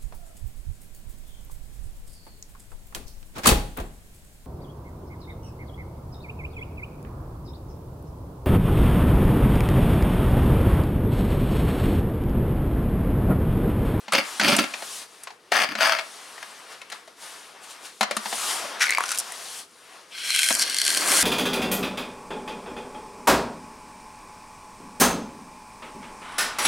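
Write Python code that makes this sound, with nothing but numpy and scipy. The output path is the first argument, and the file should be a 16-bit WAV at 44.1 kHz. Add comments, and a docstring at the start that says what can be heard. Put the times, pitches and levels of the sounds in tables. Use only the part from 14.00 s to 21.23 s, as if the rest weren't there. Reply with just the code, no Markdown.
"""A work jacket rustles close to a small stereo camera in a shed, over a faint outdoor rumble, and at once
a plastic feed bin is knocked and dragged in jerks over gritty concrete: impact and friction excite its
wall modes. A metal bowl of dry kibble is pulled off the floor in stick-slip snaps, carried to the bin and
tipped. The pieces slide, tick and finally rush out, and the bowl's modes rise as it sheds their mass."""
import sys
import numpy as np
from scipy import signal
from scipy.fft import rfft, irfft, next_fast_len
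from scipy.io import wavfile
from scipy.ndimage import uniform_filter1d, minimum_filter1d

SR = 44100
rng = np.random.default_rng(int(sys.argv[2]) if len(sys.argv) > 2 else 0)


def dump(signal):
    """Clip the signal to [-1, 1] and save it as 16-bit WAV at the path in sys.argv[1]."""
    limited = np.clip(np.atleast_2d(signal).T, -1, 1)
    pcm = np.round(limited * 32767).astype(np.int16)
    wavfile.write(sys.argv[1], SR, pcm)


N = 318843
TIME = np.arange(N) / SR


def amp(db):
    """Amplitude ratio of a level in decibels."""
    return 10 ** (np.asarray(db) / 20)


def unit(x):
    """Normalisation to rms 1."""
    return x / np.sqrt(np.mean(x ** 2) + 1e-20)


def along(points, hz):
    """Interpolation of (frequency [Hz], value) points on a logarithmic frequency axis."""
    f, values = np.transpose(points)
    return np.interp(np.log(hz + 1), np.log(f + 1), values)


def curves(rows):
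    """Linear envelopes, one for each column after time; the first is silent outside the table."""
    times, first, *others = np.transpose(rows)
    return [np.interp(TIME, times, first, -140, -140)] + [np.interp(TIME, times, c) for c in others]


def filtered(x, response):
    """Linear filtering: the spectrum is multiplied by a complex frequency response."""
    size = next_fast_len(N + SR // 8, True)
    return irfft(rfft(x, size) * response(np.fft.rfftfreq(size, 1 / SR)), size)[..., :N]


def highpass(corner_hz, order):
    """Response of cascaded first-order high-pass stages."""
    return lambda hz: (1j * hz / (1j * hz + corner_hz)) ** order


def colour(points):
    """Minimum-phase response through (frequency [Hz], gain [dB]) points, at unit power gain."""
    def response(hz):
        cepstrum = irfft(np.log(amp(along(points, hz)) + 1e-6))
        cepstrum[1:len(hz) - 1] *= 2
        cepstrum[len(hz):] = 0
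        gain = np.exp(rfft(cepstrum))
        return gain / np.sqrt(np.mean(abs(gain) ** 2))
    return response


def modal(modes, widen):
    """Modal superposition at unit power gain; widen multiplies every bandwidth."""
    def response(f):
        gain = sum((-1) ** k * amp(db) * 1j * f * width * widen / (hz * hz - f * f + 1j * f * width * widen)
                   for k, (hz, width, db) in enumerate(modes))
        return gain / np.sqrt(np.mean(abs(gain) ** 2))
    return response


def resonance(x, hz, width_hz):
    """A single damped resonator that passes white noise at its own level."""
    return signal.lfilter(*signal.iirpeak(hz, hz / width_hz, SR), x) * np.sqrt(SR / np.pi / width_hz)


def grit(per_s, spread_db, t60, bed):
    """Shot noise: random contacts decay exponentially over a bed of steady friction."""
    hits = (rng.random(N) < per_s / SR) * amp(spread_db * rng.standard_normal(N))
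    decay = amp(-60 * TIME[:SR // 20] / t60)
    envelope = unit(np.abs(signal.oaconvolve(hits, decay)[:N]))
    return unit((bed + envelope) * rng.standard_normal(N))


def bursts(times, db, t60, rise_s):
    """Impact transients: an exponentially decaying noise burst at each time."""
    t, hits = TIME[:SR // 10], np.zeros(N)
    hits[np.round(times * SR).astype(int)] = amp(db)
    shape = amp(-60 * t / t60) * (1 - np.exp(-t / rise_s))
    return signal.oaconvolve(hits, shape / shape.max())[:N] * rng.standard_normal(N)


def rings(times, db, pitch_hz, t60, wander):
    """Damped free vibrations whose phase takes a random walk as the contact shifts."""
    out, t = np.zeros(N), TIME[:SR // 20]
    for start, level_db, hz, life in zip(times, db, pitch_hz, np.broadcast_to(t60, len(times))):
        drift = np.cumsum(wander * rng.standard_normal(len(t)))
        envelope = amp(level_db - 60 * t / life) * np.minimum(1, t * hz)
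        out[round(start * SR):][:len(t)] += envelope * np.sin(2 * np.pi * hz * t + drift)
    return out


def patchy(x, spread_db):
    """Random amplitude modulation in patches of time and frequency."""
    spectra = signal.stft(x, nperseg=256)[2]
    field = uniform_filter1d(rng.standard_normal(spectra.shape), size=4, axis=0)
    field = unit(uniform_filter1d(field, size=14, axis=1))
    return unit(signal.istft(spectra * amp(spread_db * field), nperseg=256)[1][:N])


# Cloth rubbing as the arm moves, and quick sleeve brushes: (time [s], hiss [dB], rustle [dB])
CLOTH_LEVELS = [(0, -51.5, -56.5), (0.08, -62, -50.5), (0.28, -38.5, -40), (0.72, -45, -41),
                (0.97, -36, -46.5), (1.03, -42, -44.5), (1.07, -54, -56), (1.24, -53, -51.5),
                (1.38, -65.5, -60.5), (1.5, -62, -54.5), (2.08, -46.5, -46), (2.58, -50.5, -46.5),
                (2.8, -58, -51), (3.16, -60, -56), (3.23, -42, -44.5), (3.45, -50.5, -48.5),
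                (3.61, -61.5, -51), (3.8, -55, -47.5), (3.99, -53, -57), (4.1, -55, -42.5), (4.3, -34, -41),
                (4.5, -27.5, -32.5), (4.78, -48.5, -37.5), (5.23, -42.5, -41.5), (5.6, -38, -45.5),
                (5.67, -58.5, -60), (5.96, -53.5, -47.5), (6.08, -59.5, -55), (6.2, -39, -51)]
SLEEVE_BRUSHES = [(2.723, -48.5, -44.5), (2.946, -51, -45.5), (3.64, -47.5, -59), (3.71, -43, -57),
                  (3.857, -42, -47)]
# Bright and dull friction spectra: (frequency [Hz], relative level [dB])
HISS_SPECTRUM = [(1760, -12), (3000, 4), (8170, 3.5), (9460, 5.5), (11600, -2.5), (16000, -19.5)]
RUSTLE_SPECTRUM = [(60, -65), (227, -17), (360, -14), (654, -6), (857, -5.5), (1080, -4), (6000, -16),
                   (7800, -47)]


def jacket():
    """Friction noise: fibres catch by the thousand and merge into two almost smooth layers."""
    rise_db_per_s, fall_db_per_s = 476, 317
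    gains = amp(curves(CLOTH_LEVELS)) * (TIME < CLOTH_LEVELS[-1][0])
    for start, *db in SLEEVE_BRUSHES:
        near = slice(round((start - .1) * SR), round((start + .2) * SR))
        t = TIME[near] - start
        gains[:, near] += amp(np.c_[db] + np.minimum(rise_db_per_s * t, -fall_db_per_s * t))
    hiss = filtered(patchy(rng.standard_normal(N), spread_db=1.3), colour(HISS_SPECTRUM))
    rustle = filtered(patchy(rng.standard_normal(N), spread_db=1.3), colour(RUSTLE_SPECTRUM))
    return gains[0] * hiss + gains[1] * rustle


# Far-off outdoor sound: (frequency [Hz], relative level [dB])
RUMBLE_SPECTRUM = [(25, -9.5), (250, 5.5), (500, 13), (1500, -99)]


def outdoor_rumble():
    """Ambient noise: distant sound forms a stationary low-frequency floor."""
    return amp(-62.5) * filtered(rng.standard_normal(N), colour(RUMBLE_SPECTRUM))


# Modes of the bin's walls: (frequency [Hz], nominal bandwidth [Hz], relative level [dB])
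BIN_MODES = [(215, 45, -2.5), (265.5, 34, 4.5), (635, 39, 1), (1009, 115, 6.5), (1355, 340, 3),
             (1960, 700, 0), (4310, 1900, -2)]
# Spectra of the scraping bin and of small hard contacts: (frequency [Hz], relative level [dB])
SCRAPE_SPECTRUM = [(180, -82), (300, -20), (463, -9.5), (636, 1.5), (828, 0), (1300, -8), (1920, -0.5),
                   (7000, -13), (9100, -31), (12000, -76)]
TICK_SPECTRUM = [(2940, -48), (5000, 0.5), (7340, 3.5), (9690, 6), (13000, -7.5), (16000, -32)]
# Blows on bin and floor: (time [s], nominal level [dB], clack [Hz], relative boom [dB], relative crack [dB])
BIN_KNOCKS = [(0.081, -20, 850, -8, -36), (0.122, -9, 1190, -27, -15), (0.134, -12, 588, -30, -9),
              (0.147, -5, 552, -31, -36), (0.397, -4, 1570, -11.5, -21), (0.412, -7, 4730, -34, -37),
              (0.485, -7, 550, -35, -18), (0.565, -12.5, 704, -22, -3), (0.588, -4.5, 2880, -22, -19),
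              (0.639, -13.5, 2370, -27, -22), (0.738, -14.5, 2436, -26, -31), (0.822, -20.5, 687, -21, -22),
              (1.235, -36, 3780, -37, 3), (1.271, -21, 1086, -47, -37), (1.304, -28.5, 945, -37, -40),
              (1.519, -3.5, 678, -24, -24), (1.752, -13.5, 1520, -10.5, -29), (1.807, -2, 1490, -43, -29),
              (1.986, -13.5, 2100, -46, -40), (2.379, -27, 1900, -43, -35), (2.427, -21.5, 1690, -43, -20),
              (2.816, -26, 2600, -34, -21), (2.9, -27.5, 3020, -38, -13), (2.918, -24.5, 1796, -23, -22),
              (2.923, -21, 4070, -31, -19.5), (3.076, -30.5, 674, -36, -21), (4.009, -2.5, 743, -11.5, -19),
              (4.029, -7.5, 1046, -25, -18), (4.11, -10, 620, -20, -19.5), (4.167, -11.5, 1225, -7, -10.5),
              (4.257, -14.5, 804, -14.5, -31), (4.326, -14.5, 740, -17, -33), (6.503, -21, 924, -49, 0),
              (6.505, -7.5, 232, -34, -30)]


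def bin_knocks():
    """Impulse response: a blow excites the walls, the struck spot clacks and the lowest mode booms."""
    times, db, clack_hz, boom_db, crack_db = np.transpose(BIN_KNOCKS)
    walls = filtered(bursts(times, db - 17.5, t60=.05, rise_s=.00015), modal(BIN_MODES[2:], widen=.24))
    scuff = filtered(bursts(times, db - 13.5, t60=.053, rise_s=.001), colour(SCRAPE_SPECTRUM))
    clack_t60 = np.minimum(.05, 63 / clack_hz)  # high clacks die within 63 cycles
    clack = rings(times, db - 7, clack_hz, clack_t60, wander=.11)
    blows = np.bincount(np.round(times * SR).astype(int), amp(db + boom_db + 18), minlength=N)
    boom = filtered(blows, modal(BIN_MODES[:1], widen=.22))
    crack = filtered(bursts(times, db + crack_db - .5, t60=.033, rise_s=.000099), colour(TICK_SPECTRUM))
    return filtered(walls + scuff + clack + boom, highpass(150, order=4)) + crack


# Jerks over grit: (time [s], hold [s], level [dB], hollow resonance [Hz], relative fine grit [dB],
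# relative boom [dB], flexing wall [Hz], relative wall ring [dB])
BIN_JERKS = [(0.127, 0.062, -21, 2250, -21, -13, 543, -11.5), (0.43, 0.11, -18, 2460, -16.5, -7, 578, -9),
             (0.585, 0.02, -19.5, 2580, -15, -4.5, 548, -7.5),
             (1.522, 0.11, -18.5, 1780, -19.5, -24, 644, -48), (1.691, 0.029, -36, 1450, -34, -7, 640, -17),
             (1.78, 0.02, -28, 1400, -27, -20, 646, -3), (1.808, 0.089, -16.5, 1470, -17.5, -59, 663, -11),
             (1.924, 0.0093, -23.5, 1800, -33, -50, 663, -16),
             (1.951, 0.05, -33.5, 1710, -41, -47, 666, -1.5)]
# Thin high modes of the bin's base: (frequency [Hz], relative level [dB])
RIB_MODES = [(4150, -18), (4950, 7), (6150, 8)]


def bin_drag():
    """Forced vibration: grit under the sliding base drives the bin's modes during each jerk."""
    rise_db_per_s, fall_db_per_s = 3500, 449
    rub = grit(per_s=800, spread_db=4.5, t60=.005, bed=.4)
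    walls = filtered(rub, modal(BIN_MODES[2:], widen=.24))
    scrape = .71 * filtered(rub, colour(SCRAPE_SPECTRUM)) + .43 * walls
    boom = filtered(rub, modal(BIN_MODES[1:2], widen=2.2))
    fine = filtered(grit(per_s=450, spread_db=5.5, t60=.012, bed=.35), colour(TICK_SPECTRUM))
    ribs = amp(-16) * filtered(rub, modal([(hz, 82.5, db) for hz, db in RIB_MODES], widen=1))
    drag, t = np.zeros(N), TIME[:SR // 2] - .05
    for start, hold, db, hollow_hz, fine_db, boom_db, ring_hz, ring_db in BIN_JERKS:
        near = round((start + t[0]) * SR) + np.arange(len(t))
        gain = amp(db + np.minimum(0, np.minimum(rise_db_per_s * t, fall_db_per_s * (hold - t))))
        ring = amp(ring_db) * resonance(gain * rub[near], ring_hz, width_hz=32)
        hollow = amp(-8.5) * resonance(gain * rub[near], hollow_hz, width_hz=630)
        sliding = scrape[near] + amp(boom_db) * boom[near] + amp(fine_db) * fine[near] + ribs[near]
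        drag[near] += gain * sliding + ring + hollow
    return drag


# One sweep of a sleeve: (time [s], level [dB], frequency [Hz])
SLEEVE_SWISH = [(4.38, -29.5, 1313), (4.53, -57, 1178), (4.66, -31, 564)]


def sleeve_swish():
    """Narrow-band noise: a falling tone with random amplitude modulation gives the sleeve's swish."""
    db, hz = curves(SLEEVE_SWISH)
    flutter = unit(uniform_filter1d(rng.standard_normal(N), size=500))
    return amp(db) * flutter * np.sin(2 * np.pi * np.cumsum(hz) / SR)


# Bowl rasping over the floor: (time [s], level [dB], relative fine grit [dB])
PULL_LEVELS = [(4.795, -45, 4), (4.812, -22, -8.5), (4.84, -21.5, -7), (4.875, -44, 2), (4.94, -34, -22),
               (4.965, -56, -2), (5.05, -41.5, 6.5), (5.12, -34, 2), (5.15, -40, 6.5), (5.212, -66, 29)]
# Modes of its bottom on stone: (frequency [Hz], nominal bandwidth [Hz], relative level [dB])
BOTTOM_MODES = [(1450, 91, 15.5), (2070, 850, 7.5), (5800, 680, 3)]
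# Sudden slips: (time [s], ring level [dB], ring frequency [Hz], crack level [dB])
BOWL_SLIPS = [(4.809, -13.5, 1580, -33), (4.819, -9, 1880, -32), (4.827, -12, 1650, -27),
              (4.84, -11, 1630, -34), (4.868, -11.5, 2280, -32), (4.882, -14, 2110, -38),
              (4.892, -17, 2150, -28), (4.896, -7.5, 2080, -32), (4.906, -10.5, 1980, -16),
              (4.916, -15, 2200, -32), (4.923, -9.5, 2150, -43), (4.935, -14, 2310, -30),
              (4.949, -10.5, 2350, -26.5), (4.973, -10, 2300, -34), (4.983, -4, 1015, -24),
              (5.006, -7, 954, -27), (5.038, -13.5, 1370, -28), (5.117, -16.5, 1340, -17.5),
              (5.186, -42, 1400, -15.5), (5.191, -45, 930, -19), (5.199, -46, 920, -17),
              (5.321, -28, 1960, -28.5)]


def bowl_pull():
    """Stick-slip friction: the loaded bottom rasps on stone; each slip snaps and briefly rings it."""
    db, fine_db = curves(PULL_LEVELS)
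    times, ring_db, hz, crack_db = np.transpose(BOWL_SLIPS)
    rub = grit(per_s=300, spread_db=4, t60=.012, bed=.5)
    fine = amp(fine_db) * filtered(rub, colour(HISS_SPECTRUM))
    rasp = amp(db) * (filtered(rub, modal(BOTTOM_MODES, widen=.88)) + fine)
    octave = rings(times, ring_db - 11, 2 * hz, t60=.016, wander=.07)
    ring = rings(times, ring_db, hz, t60=.016, wander=.12)
    crack = filtered(bursts(times, crack_db, t60=.013, rise_s=.00011), colour(TICK_SPECTRUM))
    return filtered(rasp + octave + ring, highpass(350, order=2)) + crack  # small contacts lack bass


# Kibble sliding out: (time [s], slide [dB], treble [dB], bin thud [dB])
POUR_LEVELS = [(6.1, -69, -73, -74), (6.13, -49, -63, -66), (6.25, -37.5, -35.5, -48),
               (6.35, -31.5, -28.5, -62), (6.5, -33, -24.5, -48), (6.575, -38, -33, -36),
               (6.625, -27, -21.5, -38.5), (6.64, -39.5, -37.5, -38), (6.8, -38, -33, -44),
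               (6.9, -35.5, -27.5, -34), (7.05, -39.5, -29, -27.5), (7.11, -35.5, -21, -22),
               (7.23, -30, -19.5, -31.5)]
# Single pieces striking metal: (time [s], nominal level [dB])
PIECE_HITS = [(6.304, -7.5), (6.3613, -4.5), (6.388, -12), (6.4315, -3.5), (6.4622, -13), (6.487, -3),
              (6.5265, 0), (6.551, -4), (6.5944, -5), (6.6978, -12), (6.7445, -11), (6.7664, -10),
              (6.7852, -6.5), (6.8161, -4.5), (6.8513, -8.5), (6.8641, -7.5), (6.8788, -1), (6.9023, -11),
              (6.9255, -19), (6.9474, -8.5), (6.9729, -6.5)]
# Tipped bowl's modes: (loaded [Hz], loaded level [dB], bare [Hz], bare level [dB], nominal bandwidth [Hz])
BOWL_MODES = [(1560, 7, 1590, 9, 96), (1945, 6.5, 2070, 7.5, 196), (2260, 9, 3160, 8.5, 450),
              (3234, 14, 4270, 13.5, 160), (4150, 10.5, 4610, 10, 210), (5630, 2.5, 5700, 7, 290)]


def kibble_pour():
    """Mass loading: rolling pieces excite the bowl, whose modes rise as they leave and thud into the bin."""
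    slide_db, treble_db, thud_db = curves(POUR_LEVELS)
    times, hit_db = np.transpose(PIECE_HITS)
    pouring = TIME > POUR_LEVELS[0][0]
    fine = grit(per_s=600, spread_db=1.3, t60=.013, bed=5.9)
    clusters = grit(per_s=600, spread_db=4, t60=.005, bed=0)
    roll = pouring * unit(fine + .85 * clusters)
    drive = amp(slide_db) * pouring * patchy(roll, spread_db=1.7)
    drive += bursts(times, hit_db - 8.5, t60=.009, rise_s=.0002)
    loaded = filtered(drive, modal([(hz, width, db) for hz, db, _, _, width in BOWL_MODES], widen=1.1))
    bare = filtered(drive, modal([(hz, width, db) for _, _, hz, db, width in BOWL_MODES], widen=1))
    bare_share = np.interp(TIME, [6.45, 6.65], [.05, .95])
    landings = grit(per_s=142, spread_db=2.1, t60=.063, bed=.91)
    thud = pouring * amp(thud_db) * filtered(landings, modal(BIN_MODES[:5], widen=5.4))
    thud = filtered(thud, highpass(140, order=2))  # light pieces cannot move the walls slowly
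    clatter = amp(treble_db) * roll * rng.choice([-1, 1], N)  # the rolling contacts, heard directly
    ticks = bursts(times, hit_db - 9, t60=.008, rise_s=.0002)
    treble = filtered(clatter + ticks, colour(TICK_SPECTRUM))
    return (1 - bare_share) * loaded + bare_share * bare + treble + thud


# Decay in the shed: (frequency [Hz], reverberation time [s])
SHED_T60 = [(200, 0.24), (2000, 0.31), (12000, 0.043)]


def shed(x):
    """Diffuse reverberation: each frequency decays at its own rate, in a separate tail for each side."""
    hz, t, spectra = signal.stft(rng.standard_normal((2, SR // 3)), SR, nperseg=128)
    tail = signal.istft(spectra * amp(-60 * t / along(SHED_T60, hz)[:, None]), SR, nperseg=128)[1]
    delayed = np.pad(x, (90, 0))  # 2 ms
    return signal.fftconvolve(delayed[None], tail / np.linalg.norm(tail[0]), axes=1)[:, :N]


def pan(x, left_over_right_db):
    """Intensity stereo: a level difference between the channels sets the direction."""
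    return x * amp(np.outer([.5, -.5], left_over_right_db))


def scene():
    """Superposition of direct sound, outdoor rumble and reverberation, fed most by the bin's treble."""
    cloth = jacket() + sleeve_swish()
    feed_bin = bin_drag() + bin_knocks()
    bowl = bowl_pull() + kibble_pour()
    bin_side_db = np.interp(TIME, [.7, 1.5], [-2.5, 1.5])  # the camera turns away from the bin
    direct = pan(cloth, .2) + pan(feed_bin, bin_side_db) + pan(bowl, -1.2)
    bin_treble = .61 * np.diff(feed_bin, prepend=0)
    return direct + outdoor_rumble() + amp(-12) * shed(direct.mean(axis=0) + bin_treble)


# Imbalance of the microphone pair: (frequency [Hz], left over right [dB])
MIC_BALANCE = [(100, 1), (400, -1), (1500, 4.5), (12000, 1.4)]


def record(dry):
    """Transduction: the microphones lose deep bass and lean with pitch; peak and band limiting follow."""
    def microphones(hz):
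        left_lag_rad = .19 * np.exp(-hz / 12600)
        phase = np.exp(1j * np.outer([-.5, .5], left_lag_rad))
        return pan(highpass(60, order=2)(hz), along(MIC_BALANCE, hz)) * phase
    x = filtered(dry, microphones)
    ceiling, top_hz = .6, 16000
    needed_gain = np.minimum(1, ceiling / (np.abs(x).max(axis=0) + 1e-9))
    held_gain = minimum_filter1d(needed_gain, size=301, origin=100)
    limited = x * uniform_filter1d(held_gain, size=101)
    return filtered(limited, lambda hz: hz < top_hz)


dry = scene()
out = record(dry)
dump(out)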